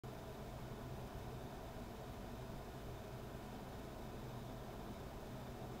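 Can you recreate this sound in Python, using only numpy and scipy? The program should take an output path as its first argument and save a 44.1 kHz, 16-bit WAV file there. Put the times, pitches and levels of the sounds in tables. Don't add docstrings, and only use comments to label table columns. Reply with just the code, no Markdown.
import sys
import numpy as np
from scipy import signal
from scipy.fft import rfft, irfft
from scipy.io import wavfile

SR = 44100
rng = np.random.default_rng(int(sys.argv[2]) if len(sys.argv) > 2 else 0)


def int16_out(signal):
    q = np.round(np.clip(np.atleast_2d(signal).T, -1, 1) * 32767)
    wavfile.write(sys.argv[1], SR, q.astype(np.int16))


N = 255780
TIME = np.arange(N) / SR
HZ = np.fft.rfftfreq(N, 1 / SR)


def gain_of(db):
    return 10 ** (np.asarray(db) / 20)


def spectrum(points):
    hz, db = np.transpose(points)
    return np.interp(np.log(HZ + 1), np.log(hz + 1), db)


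def curve(points):
    return np.interp(TIME, *np.transpose(points))


def noise(gain):
    return irfft(rfft(rng.standard_normal(N)) * gain, N) * np.sqrt(SR / 2)


def drift(rate_hz):
    x = noise(1 / (1 + (HZ / rate_hz) ** 4))
    return (x - x.mean()) / x.std()


def tone(cycles, db):
    return np.sqrt(2) * gain_of(db) * np.sin(2 * np.pi * (cycles + rng.random()))


def ring(modes):
    power = sum(gain_of(db) ** 2 / (1 + 2 * ((HZ - hz) / width) ** 2) ** 2 for hz, width, db in modes)
    return noise(np.sqrt(power))


def steadied(x, hold_s):
    window = signal.windows.hann(int(hold_s * SR) + 3)
    return x / np.sqrt(signal.oaconvolve(x ** 2, window / window.sum(), "same"))


def shaped_ring(modes, levels, trim_db, hold_s=0.2):
    return steadied(ring(modes), hold_s) * gain_of(trim_db + curve(levels))


# pitch_hz, level_db
BUZZ_OVERTONES = [(811, -84.5), (926.3, -78.5), (1274, -79), (1331.5, -77.5), (1448, -79.5), (1737, -89),
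                  (1795, -82), (2664, -87), (4169, -98), (5037, -91.5), (5095, -90), (5211, -99),
                  (5385, -103), (6253, -91.5), (7179, -100), (7642, -99)]
# frequency_hz, level_db_per_hz
BUZZ_TEETH = [(2000, -125), (4500, -107), (5300, -106), (5800, -112), (6450, -105.5), (6900, -110),
              (7400, -106), (8200, -114), (10000, -117), (12500, -110), (13400, -104), (13650, -115),
              (14000, -107), (14600, -112), (15500, -110)]
BUZZ_HZ = 57.9

def camera_buzz(wander=0.000281, fade_db=2.0, tooth_hz=4):
    wavering_s = np.cumsum(1 + wander * drift(rate_hz=1.94)) / SR
    strong = sum(tone(hz * wavering_s, db + fade_db * drift(rate_hz=3)) for hz, db in BUZZ_OVERTONES)
    off_tooth_hz = (HZ + BUZZ_HZ / 2) % BUZZ_HZ - BUZZ_HZ / 2
    comb = noise(gain_of(spectrum(BUZZ_TEETH)) / (1 + (off_tooth_hz / tooth_hz) ** 4))
    return strong + comb


# pitch_hz, level_db
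CAMERA_WHISTLES = [(1836, -83), (6001, -89), (15240, -90), (15272, -95), (15303, -97)]
# pitch_hz, middle_cycles, half_width_cycles, peak_db
WHINE_BURSTS = [(13083, .75, .14, -76), (13083, .25, .08, -78.5), (13951, .24, .07, -80)]

def camera_whine(wander_hz=4, jitter_rad=0.54):
    whistles = sum(tone(hz * TIME, db) for hz, db in CAMERA_WHISTLES)
    waver_rad = 2 * np.pi * np.cumsum(wander_hz * drift(rate_hz=5.5)) / SR
    waver_rad += jitter_rad * drift(rate_hz=60)
    whine = 0
    for hz, middle, half_width, db in WHINE_BURSTS:
        offset = (BUZZ_HZ * TIME - middle + .5) % 1 - .5
        burst = gain_of(db) * np.exp(-(offset / half_width) ** 2)
        whine += np.sqrt(2) * burst * np.sin(2 * np.pi * hz * TIME + waver_rad)
    return whistles + whine


# pitch_hz, level_db
STEADY_TONES = [(211.9, -70), (664.2, -76), (678.3, -69.5), (720.6, -76.5), (753.7, -82.5), (984.2, -72.5)]

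def steady_tones():
    return sum(tone(hz * TIME, db) for hz, db in STEADY_TONES)


# time_s, level_db
DRONE_SWELL = [(0.05, -53.5), (0.3, -57), (0.38, -61), (0.46, -56), (0.58, -51.5), (1.1, -52.5),
               (1.22, -60), (1.3, -51), (1.46, -54.5), (1.55, -65), (1.76, -58), (1.86, -66), (2.07, -56),
               (2.23, -66.5), (2.32, -55.5), (2.6, -57), (2.69, -73), (2.78, -52), (3.05, -63.5),
               (3.14, -50.5), (3.25, -58.5), (3.47, -55), (3.55, -68), (3.64, -54), (3.8, -65.5),
               (3.98, -62.5), (4.19, -53.5), (4.53, -53), (4.7, -60.5), (4.9, -62), (5.15, -64),
               (5.36, -54), (5.48, -58), (5.58, -52), (5.7, -54.5), (5.8, -62)]
# pitch_hz, width_hz, relative_db
DRONE_SIDEBANDS = [(116.3, 3.6, -2), (122.5, 3.5, -5.5), (136.1, 9.9, -7)]

def fans(pitch_hz=127, wander_hz=0.99, trim_db=-2.5, throb_db=0.6, sides_db=-61, sides_follow=0.2):
    swell_db = curve(DRONE_SWELL)
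    cycles = np.cumsum(pitch_hz + wander_hz * drift(rate_hz=4)) / SR
    drone = tone(cycles, trim_db + swell_db + throb_db * drift(rate_hz=12))
    sides = steadied(ring(DRONE_SIDEBANDS), hold_s=0.095)
    sides *= gain_of(sides_db + sides_follow * (swell_db - swell_db.mean()))
    return drone + sides


# middle_s, length_s, peak_db
MIC_GUSTS = [(1.16, .1, -64), (1.777, 0.091, -54.5), (2.554, 0.077, -52), (2.894, 0.1, -55),
             (3.386, 0.055, -66), (5.175, 0.1, -65)]
# frequency_hz, relative_db
GUST_SPECTRUM = [(15, -2), (45, 2), (90, -5), (240, -18), (400, -24), (2000, -68)]

def gusts():
    puff = steadied(noise(gain_of(spectrum(GUST_SPECTRUM))), hold_s=0.066)
    envelope = sum(gain_of(db) * np.exp(-2 * ((TIME - middle_s) / length_s) ** 2)
                   for middle_s, length_s, db in MIC_GUSTS)
    return puff * envelope


# pitch_hz, width_hz, relative_db
EDGE_BANDS = [(3420, 69, -5), (3574, 110, 2.5), (3754, 77, 0.5), (3920, 110, -2)]
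# time_s, level_db
AIRY_WAVER = [(0.05, -78), (0.28, -75.5), (0.6, -79), (1.3, -76), (1.58, -75), (1.95, -77.5), (2.08, -75.5),
              (2.17, -79), (2.35, -77.3), (2.62, -78.7), (2.78, -78), (3.66, -77.3), (3.82, -73),
              (3.93, -77.5), (4.25, -75.3), (4.55, -75.5), (4.8, -75), (5.01, -75.5), (5.13, -80),
              (5.36, -75.7), (5.55, -78), (5.8, -77)]

def edge_whistle(trim_db=1.5, flutter_db=1.4, slide_hz=25):
    slide = np.exp(2j * np.pi * np.cumsum(slide_hz * drift(rate_hz=11)) / SR)
    whistle = shaped_ring(EDGE_BANDS, AIRY_WAVER, trim_db + flutter_db * drift(rate_hz=22), hold_s=0.17)
    return (signal.hilbert(whistle) * slide).real


# pitch_hz, width_hz, relative_db
LOW_HOWL_MODES = [(634, 13, -2.5), (655.4, 13, -0.5), (685.4, 8, -5)]
HIGH_HOWL_MODES = [(720, 16, 2), (737, 16, 0), (762, 13, -5)]
# time_s, level_db
LOW_HOWL_LEVEL = [(0.05, -74), (0.27, -58), (0.37, -65.5), (0.54, -61), (0.66, -69), (0.81, -63.2),
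                  (1.05, -70), (1.19, -58.5), (1.33, -67), (1.45, -62.4), (1.79, -58.5), (1.88, -76),
                  (1.98, -61), (2.27, -67), (2.42, -58.5), (2.72, -70), (3.15, -58), (3.26, -72),
                  (3.35, -65.6), (3.42, -69), (3.92, -63), (4.12, -70), (4.47, -60.5), (5.13, -64.5),
                  (5.36, -58.5), (5.46, -71), (5.64, -57), (5.79, -78)]
HIGH_HOWL_LEVEL = [(0.05, -66), (0.13, -78), (0.33, -61.5), (0.64, -66), (0.76, -72.3), (1.3, -62),
                   (1.39, -65), (1.53, -64.2), (1.9, -68), (2.06, -63), (2.48, -70), (2.55, -63.5),
                   (2.9, -64), (3.23, -73), (3.51, -59.5), (3.9, -71), (4.02, -64), (4.38, -66),
                   (4.74, -63.6), (5.04, -71.3), (5.23, -65), (5.48, -74), (5.6, -58), (5.79, -67)]

def chamber_howl(trim_db=-1, hold_s=0.17):
    low = shaped_ring(LOW_HOWL_MODES, LOW_HOWL_LEVEL, trim_db, hold_s)
    high = shaped_ring(HIGH_HOWL_MODES, HIGH_HOWL_LEVEL, trim_db, hold_s)
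    return low + high


# pitch_hz, width_hz, relative_db
MOAN_MODES = [(188, 27, -9), (211.5, 9.5, -1), (237.5, 13, -1.5), (259.8, 3.4, -2)]
# time_s, level_db
MOAN_LEVEL = [(0.05, -54.5), (0.13, -70), (0.2, -62.5), (0.55, -62.5), (0.69, -59), (0.78, -56.5),
              (0.89, -59), (1.07, -61.5), (1.25, -59), (1.69, -64.5), (1.8, -56), (2.05, -64.0),
              (2.19, -58.1), (2.41, -62.5), (2.5, -56), (2.79, -66.5), (3.02, -63), (3.21, -66),
              (3.29, -64.5), (3.56, -55.5), (3.92, -63.5), (4.04, -62), (4.49, -55), (4.63, -64.5),
              (4.93, -55), (5.08, -63.4), (5.14, -66), (5.29, -57.5), (5.56, -58.2), (5.79, -60)]

def return_duct_moan():
    return shaped_ring(MOAN_MODES, MOAN_LEVEL, trim_db=0)


# pitch_hz, width_hz, relative_db
WALL_MODES = [(337.4, 26.5, -6), (382.5, 5.1, 1), (407, 30, -6), (416.4, 4.9, -2.5), (444, 22, -6)]
# time_s, level_db
WALL_LEVEL = [(0.05, -57), (0.17, -64), (0.27, -57), (0.38, -60.5), (0.6, -64.5), (0.73, -58.5),
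              (1.17, -61), (1.32, -57.5), (1.5, -60.3), (1.75, -61), (2.05, -58.8), (2.2, -61.5),
              (2.85, -60), (3.25, -59), (3.46, -61.3), (3.72, -58.5), (4.32, -58.5), (4.42, -62),
              (4.8, -58.7), (5.11, -62), (5.24, -56.5), (5.37, -65), (5.63, -56.5), (5.8, -61)]

def chamber_body():
    return shaped_ring(WALL_MODES, WALL_LEVEL, trim_db=-0.25)


# pitch_hz, width_hz, relative_db
COLUMN_MODES = [(27.7, 1.7, -12), (43.1, 4.4, -9), (48.7, 4, -11), (57.5, 3.8, -8.5), (71.6, 3.5, -11.5)]
# time_s, level_db
RUMBLE_WAVER = [(0.0, -58), (0.35, -57.5), (0.5, -54), (0.75, -58), (0.95, -56), (1.2, -52), (1.45, -58.5),
                (1.65, -56), (1.95, -60), (2.15, -54.5), (2.9, -58.5), (3.02, -61), (3.28, -56.5),
                (3.4, -57), (3.6, -62), (3.72, -57.5), (4.2, -55), (4.32, -59.5), (4.48, -56.5),
                (4.75, -59.5), (5.15, -55), (5.35, -61), (5.5, -56), (5.8, -61)]

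def column_rumble(trim_db=-1, waver_db=0.2):
    return shaped_ring(COLUMN_MODES, RUMBLE_WAVER, trim_db - waver_db * drift(rate_hz=6))


# pitch_hz, width_hz, peak_db_per_hz
DUCT_MODES = [(98, 10.7, -75), (196.3, 8.8, -83.5), (560, 38, -87), (1046, 41, -91), (1174, 48, -91.5),
              (1482, 61, -97), (1940, 92, -106), (2150, 55, -101), (2240, 59, -100.5), (2390, 180, -104),
              (2554, 86, -100.5), (3030, 155, -101.5), (3280, 160, -107), (4570, 410, -112),
              (5110, 280, -108), (15400, 280, -110)]

def duct_ring():
    return ring(DUCT_MODES)


# frequency_hz, level_db_per_hz
ROAR_SPECTRUM = [(10, -82), (28, -83), (40, -84.5), (155, -83.5), (180, -82), (300, -84.5), (440, -88),
                 (480, -89), (600, -85.5), (780, -88), (900, -87.5), (975, -90.5), (1030, -89.3),
                 (1100, -96.5), (1600, -96), (2000, -106), (9000, -134)]
# frequency_hz, level_db_per_hz
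HISS_SPECTRUM = [(300, -125), (1500, -109), (2400, -104.5), (2800, -106), (3800, -105.5), (4200, -107),
                 (5600, -109), (7000, -109.5), (8000, -112), (11000, -114.3), (16000, -113.8)]

def airstream(buffet_db=0.8, flutter_db=0.56):
    roar = noise(gain_of(spectrum(ROAR_SPECTRUM))) * gain_of(buffet_db * drift(rate_hz=25))
    hiss = noise(gain_of(spectrum(HISS_SPECTRUM))) * gain_of(flutter_db * drift(rate_hz=40))
    return roar + hiss


def scene():
    air = airstream()
    tunnel = return_duct_moan() + chamber_body() + column_rumble() + duct_ring() + chamber_howl()
    eddies = edge_whistle() + gusts()
    machines = fans() + steady_tones() + camera_buzz() + camera_whine()
    return (air + tunnel + eddies + machines)[None]


def record(dry, start_s=0.036, cutoff_hz=15750):
    low_pass = signal.firwin(1023, cutoff_hz, window=("kaiser", 9), fs=SR)
    return signal.oaconvolve(dry * (TIME > start_s), low_pass[None], "same")


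dry = scene()
out = record(dry)
int16_out(out)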